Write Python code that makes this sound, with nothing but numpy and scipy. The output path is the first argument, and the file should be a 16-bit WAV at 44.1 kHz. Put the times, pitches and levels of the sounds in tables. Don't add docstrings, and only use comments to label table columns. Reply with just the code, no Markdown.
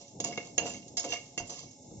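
import sys
import numpy as np
from scipy import signal
from scipy.fft import rfft, irfft, next_fast_len
from scipy.io import wavfile
from scipy.ndimage import uniform_filter1d, map_coordinates

SR = 44100
rng = np.random.default_rng(int(sys.argv[2]) if len(sys.argv) > 2 else 0)


def voltage_ratio(level):
    return 10 ** (np.asarray(level, float) / 20)


def wav_record(signal):
    frames = np.transpose(np.atleast_2d(signal))
    bounded = np.clip(frames, -1, 1)
    quanta = np.round(bounded * 32767).astype(np.int16)
    wavfile.write(sys.argv[1], SR, quanta)


N = 88200


def unit(x):
    return x / np.sqrt(np.mean(x ** 2) + 1e-20)


def along(points, hz):
    f, value = np.transpose(points)
    return np.interp(np.log(hz + 1), np.log(f + 1), value)


def wobble(rate):
    knots = rng.standard_normal(int(N * rate / SR) + 4)
    return map_coordinates(knots, [np.arange(N) * rate / SR])


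def filtered(x, response):
    n = x.shape[-1]
    padded = next_fast_len(n + min(n, SR // 2))
    spectrum = rfft(x, padded) * response(np.fft.rfftfreq(padded, 1 / SR))
    return irfft(spectrum, padded)[..., :n]


def modes(table, extra_db=0):
    centre, width, db = np.transpose(table)[..., None]
    gain = (-1) ** np.arange(len(table))[:, None] * voltage_ratio(db + extra_db)

    def response(f):
        return np.sum(gain * 1j * f * width / (centre ** 2 - f ** 2 + 1j * f * abs(width)), axis=0)
    return response


def grains(n, per_s):
    chance, sign, size = rng.random((3, n))
    level_db = -3.5 * np.log(size + 1e-4)
    return unit((chance < per_s / SR) * np.sign(sign - 0.5) * voltage_ratio(level_db))


# (f/Hz, likeness 0 to 1)
LIKENESS = [(60, 1), (300, 0.89), (700, 0.13), (2400, 0.059), (8000, 0.044)]


def rush(spectrum, pair):
    def split(hz):
        angle = np.arccos(np.clip(along(LIKENESS, hz), -1, 1)) / 2
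        return voltage_ratio(along(spectrum, hz)) * [np.cos(angle), np.sin(angle)]
    mid, side = filtered(pair, split)
    return unit(np.array([mid + side, mid - side]))


# (f/Hz, width/Hz, level/dB)
FLAME_TONES = [(126.4, 30, -68.5), (265.4, 62, -65.5), (560, 17, -70), (847.6, 26, -74.5), (2160, 57, -87),
               (2757, 280, -85), (5385, 130, -70.5)]
# (f/Hz, level/dB per Hz)
ROAR_COLOUR = [(20, -15.5), (54, -12), (96, -5), (184, -7.5), (400, -11.5), (870, -17), (1050, -37),
               (1300, -63.5), (2500, -120)]
# (f/Hz, level/dB per Hz)
HISS_COLOUR = [(1300, -62.5), (1900, -52), (2200, -37.5), (2550, -41), (2900, -38), (3150, -42.5),
               (3500, -11), (5000, -14), (6500, -2), (7600, -1.5), (8200, -38.5)]


def burner():
    roar_noise, hiss_noise = rng.standard_normal((2, 2, N))
    roar = voltage_ratio(-58.5 + 3.2 * wobble(11.68)) * rush(ROAR_COLOUR, roar_noise)
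    hiss = voltage_ratio(-62.5 + 1.5 * wobble(6.3)) * rush(HISS_COLOUR, hiss_noise)
    tones = np.zeros(N)
    for hz, width, db in FLAME_TONES:
        narrow = modes([(hz, width, 0)])
        tone = filtered(rng.standard_normal(N), lambda f: narrow(f) ** 2)
        tones += voltage_ratio(db + 1.2 * wobble(10.93)) * unit(tone)
    return roar + hiss + tones * voltage_ratio([[-1], [1]])


def shell():
    count, low_hz, high_hz, t60_s = 60, 1000, 7900, 0.09
    t = np.arange(SR // 8) / SR
    u = rng.random((4, count, 1))
    hz = low_hz + (high_hz - low_hz) * (np.arange(count)[:, None] + u[0]) / count
    decay_db = -60 * t / t60_s * (1.5 + u[1])
    sides = []
    for luck in u[2:]:
        tones = voltage_ratio(9 * luck + decay_db) * np.sin(2 * np.pi * hz * t + np.pi * luck)
        sides.append(np.sum(tones, axis=0))
    ring = np.array(sides)
    return ring / np.linalg.norm(ring[0]) + voltage_ratio(-15) * (t == 0)


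def drag(table, level_db, per_s, valley):
    uneven_db = level_db + 2.2 * wobble(29.8) + 2.5 * wobble(90)
    jerks = grains(N, per_s) * [voltage_ratio(uneven_db), np.ones(N)]

    def response(hz):
        g = modes(table)(hz)
        return g * np.abs(g) ** valley
    ring, steady = filtered(jerks, response)
    return ring / np.std(steady)


# (t/s, edge speed level/dB, weight on pan level/dB)
STROKE = [(0, -68, -52), (0.081, -64.5, -65.5), (0.191, -77.5, -81.5), (.235, -70, -61.5), (.27, -60, -40),
          (0.359, -67, -54), (.47, -60, -57.5), (0.569, -83, -62), (.63, -62.5, -38), (.76, -65.5, -46),
          (0.808, -61, -66.5), (0.958, -78, -63), (1.099, -49.5, -43.5), (1.19, -55.5, -62),
          (1.361, -73, -65.5), (1.43, -63.5, -53), (1.55, -52.5, -57.5), (1.66, -59.5, -69),
          (1.8, -64.5, -90.5), (2, -61, -115.5)]
# (f/Hz, width/Hz, level/dB)
BODY = [(95, 30, -8), (130, 12, -6), (199, 13, -2), (268, 15, -2), (317, 28, -3), (422, 22, -2),
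        (478, 24, -3), (561, 32, -2), (701, 26, 1), (812, 40, -7), (914, 30, -7), (1187, 30, -15)]
# (f/Hz, width/Hz, level/dB)
WALL = [(2160, 60, -1), (2215, 75, -3), (2762, 80, 0), (2835, 85, -3), (3640, 65, -8), (3925, 70, -9)]
# (f/Hz, width/Hz, level/dB)
BLADE = [(4590, 40, -10), (5025, 55, -9), (5300, 40, -3), (5460, 45, -4), (5890, 60, -5), (6050, 60, -1),
         (6380, 55, -3), (6545, 45, 0), (6715, 45, -2), (6960, 45, -3), (7195, 40, -2), (7400, 70, -8)]
# (f/Hz, level/dB per Hz)
PATTER_COLOUR = [(100, -28), (700, -16.5), (1100, -4.5), (1600, -19.5), (3200, -5.5), (5000, -1.5),
                 (6600, 2.5), (7600, -4.5)]


def scrape(small):
    knot_s, edge, weight = np.transpose(STROKE)
    t = np.arange(N) / SR
    edge_db, weight_db = np.interp(t, knot_s, edge), np.interp(t, knot_s, weight)
    lentil_db = -52 + 1.06 * ((edge_db + weight_db) / 2 + 56.5)
    taps = unit(filtered(grains(N, 6000), lambda hz: voltage_ratio(along(PATTER_COLOUR, hz))))
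    patter = voltage_ratio(lentil_db - 5 + 3.1 * wobble(50.17) + 0.48 * wobble(150)) * taps
    out = signal.fftconvolve(patter[None], small, axes=1)[:, :N]
    out += voltage_ratio(-7) * drag(BODY, weight_db, per_s=900, valley=1.2)
    out += voltage_ratio(-16) * drag(WALL, lentil_db, per_s=350, valley=0.7)
    out += voltage_ratio(-2) * drag(BLADE, edge_db, per_s=3000, valley=0.9)
    return out


# (f/Hz, level/dB per Hz)
WASH_COLOUR = [(900, -49.5), (1500, -22.5), (2500, -10.5), (3300, -4.5), (4500, -2), (5500, -.5),
               (7000, -4), (8200, -9)]


def wash():
    knot_s, edge_db, weight_db = np.transpose(STROKE)
    stroke = voltage_ratio(np.interp(np.arange(N) / SR, knot_s, 0.46 * edge_db + 0.56 * weight_db))
    stroke = uniform_filter1d(stroke, round(0.03 * SR))
    rustle = rush(WASH_COLOUR, np.array([grains(N, 12000), grains(N, 12000)]))
    return stroke * voltage_ratio(-6 + 1.5 * wobble(45)) * rustle


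def strike(table, hits, small, per_s, blow_size, hard, soft, reach_oct, crack_oct, crack_db, gain_db):
    out, t = np.zeros((2, N + SR)), np.arange(SR // 4) / SR
    for start_s, db, spot_hz, skid_s in hits:
        slide = voltage_ratio(-60 * t / max(skid_s, 0.005)) * grains(len(t), per_s)
        skid = filtered(slide / np.linalg.norm(slide), lambda hz: (1 + 1j * hz / (soft * spot_hz)) ** -6)
        blow = filtered(1. * (t == 0), lambda hz: (1 + 1j * hz / (hard * spot_hz)) ** -4)
        sharpness = min(1, 0.06 / skid_s) ** 3
        push = skid - blow_size * sharpness * blow

        octaves_away = np.log2(np.transpose(table)[0] / spot_hz) / reach_oct
        mode_db = -6 * octaves_away ** 2 + 2 * rng.standard_normal(len(table))
        ring = filtered(push, modes(table, mode_db[:, None]))

        broad = modes([(spot_hz, spot_hz * crack_oct, 0)])
        crack = filtered(push, lambda hz: broad(hz) ** 2)
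        if small is not None:
            crack = signal.fftconvolve(crack[None], small, axes=1)[:, :len(t)]
        hit = ring / np.linalg.norm(ring) + voltage_ratio(crack_db) * crack / np.linalg.norm(crack)
        first = round(start_s * SR)
        out[:, first:first + len(t)] += voltage_ratio(db + gain_db) * hit
    return out[:, :N]


# (t/s, level/dB, centre f/Hz, skid t60/s)
CHIRPS = [(0.08, -55.5, 5800, 0.047), (0.202, -33.5, 6540, 0.025), (.2415, -30, 6810, 0.09),
          (.322, -50, 5510, 0.033), (0.374, -44.5, 6520, .05), (0.5799, -25, 6610, 0.018),
          (0.6, -49.5, 6600, 0.11), (0.658, -47, 5970, .05), (.662, -39, 7270, 0.19),
          (0.694, -40.5, 7360, 0.085), (.735, -43, 6380, 0.17), (0.88, -49.5, 6670, .05),
          (.970, -30.5, 6720, 0.054), (0.971, -31, 5370, 0.098), (0.996, -33.5, 6760, .06),
          (1.043, -38.5, 6410, 0.074), (1.122, -38, 6050, 0.091), (1.134, -39, 5870, 0.035),
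          (1.377, -36.5, 6770, 0.025), (1.383, -37, 6300, 0.077), (1.47, -47.5, 7250, 0.11),
          (1.494, -42.5, 7300, 0.28), (1.494, -38.5, 6230, 0.18), (1.711, -55, 6640, 0.044),
          (1.843, -65, 5430, 0.032)]
# (t/s, level/dB, centre f/Hz, skid t60/s)
THUDS = [(0.2008, -37.5, 428, 0.0052), (0.211, -39.5, 187, 0.8), (.2415, -47.5, 598, .03),
         (.25, -38, 514, 0.12), (.299, -52.5, 293, 0.11), (0.321, -48, 520, 0.055),
         (0.3769, -36, 400, 0.014), (0.5792, -33.5, 487, .03), (.596, -40, 792, 0.045),
         (0.602, -40, 166, 0.8), (.617, -40, 560, .1), (.657, -40.5, 540, 0.063), (.666, -41.5, 700, 0.11),
         (.747, -46.5, 228, .08), (0.797, -50, 200, 0.041), (.86, -50, 269, 0.18), (.969, -44.5, 670, 0.22),
         (.972, -55.5, 1230, 0.43), (1.042, -43, 556, 0.047), (1.048, -36.5, 493, 0.1),
         (1.096, -46, 405, 0.12), (1.121, -47.5, 490, 0.025), (1.1329, -39, 595, 0.017),
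         (1.141, -50, 610, 0.018), (1.3762, -40.5, 454, 0.012), (1.399, -42.5, 702, 0.1),
         (1.404, -43, 115, 0.093), (1.494, -43.5, 532, 0.21), (1.905, -51, 400, 0.24),
         (1.914, -49.5, 132, 0.055), (1.928, -52, 330, .14), (1.954, -50, 164, 0.022),
         (1.973, -45, 121.5, 0.11)]
# (t/s, level/dB, centre f/Hz, skid t60/s)
CLANKS = [(0.201, -48, 2550, .015), (.2414, -46, 2290, 0.018), (.249, -46, 2520, 0.11),
          (.31, -51.5, 2790, 0.031), (.326, -43.5, 2270, .03), (0.376, -35, 2300, 0.0087),
          (.402, -53, 2200, 0.019), (0.581, -28.5, 2680, 0.02), (.608, -51.5, 2800, .06),
          (0.667, -41.5, 2800, 0.041), (0.702, -49.5, 2770, 0.048), (.741, -49, 2270, 0.082),
          (0.825, -59, 2920, 0.069), (.970, -48.5, 2170, 0.11), (1.042, -47.5, 2220, 0.014),
          (1.059, -46, 2900, 0.25), (1.097, -45.5, 2650, 0.14), (1.122, -32.5, 2930, 0.01),
          (1.131, -40, 2180, 0.096), (1.161, -41, 2330, 0.034), (1.378, -35.5, 2570, 0.022),
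          (1.509, -58, 2880, .04), (1.533, -51.5, 2900, 0.094), (1.574, -59.5, 2150, 0.072),
          (1.661, -65, 2160, 0.4)]


def knocks(small):
    chirps = strike(BLADE, CHIRPS, small, per_s=9000, blow_size=0.75, hard=6, soft=4,
                    reach_oct=0.075, crack_oct=1.4, crack_db=0.2, gain_db=24.5)
    thuds = strike(BODY, THUDS, None, per_s=4800, blow_size=1.5, hard=3.2, soft=3,
                   reach_oct=0.63, crack_oct=2.6, crack_db=-1, gain_db=23.5)
    clanks = strike(WALL, CLANKS, small, per_s=3700, blow_size=1.2, hard=6, soft=4,
                    reach_oct=0.24, crack_oct=1.5, crack_db=-5, gain_db=25)
    return chirps + thuds + clanks


# (f/Hz, t60/s)
KITCHEN = [(200, 0.31), (1000, 0.33), (2500, 0.34), (8000, 0.14)]


def kitchen(x):
    hz, t, z = signal.stft(rng.standard_normal((2, SR // 2)), SR, nperseg=256)
    fade = voltage_ratio(-60 * t / along(KITCHEN, hz)[:, None])
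    tail = rush([(100, 0)], signal.istft(z * fade, SR, nperseg=256)[1])
    late = np.pad(x, (150, 0))
    return signal.fftconvolve(late[None], tail / np.linalg.norm(tail[0]), axes=1)[:, :N]


# (f/Hz, level/dB)
LEAN = [(60, -3), (240, 1.8), (600, -0.9), (1200, 1.6), (2170, 2.9), (2800, -8), (4030, -4.5), (6000, -7),
        (8120, -2.5)]
# (f/Hz, phase/rad)
LEAD = [(300, 0.5), (690, 0.02), (1120, -0.93), (2200, 1.3), (2750, 2.5), (5400, 3.5), (6000, -0.4),
        (6600, 2.2), (7300, 0.83)]


def two_ports(x):
    side = np.array([[0.5], [-0.5]])
    return filtered(x, lambda hz: voltage_ratio(side * along(LEAN, hz)) * np.exp(1j * side * along(LEAD, hz)))


# (f/Hz, level/dB)
PHONE_TONE = [(20, -8), (70, -4), (120, 2.5), (7500, 1.5), (7800, -7.5), (8050, -23.5), (8500, -34.5),
              (9500, -44.5), (15000, -75)]


def phone(x):
    return filtered(x, lambda hz: voltage_ratio(along(PHONE_TONE, hz)))


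def scene():
    gas = burner()
    small = shell()
    pan = scrape(small) + knocks(small)
    room = voltage_ratio(-9) * kitchen(pan.mean(axis=0))
    return two_ports(pan + room + wash()) + gas


def low_pass(x):
    return signal.sosfilt(signal.butter(12, 8720, fs=SR, output="sos"), x)


def record(dry):
    return low_pass(phone(dry))


dry = scene()
out = record(dry)
wav_record(out)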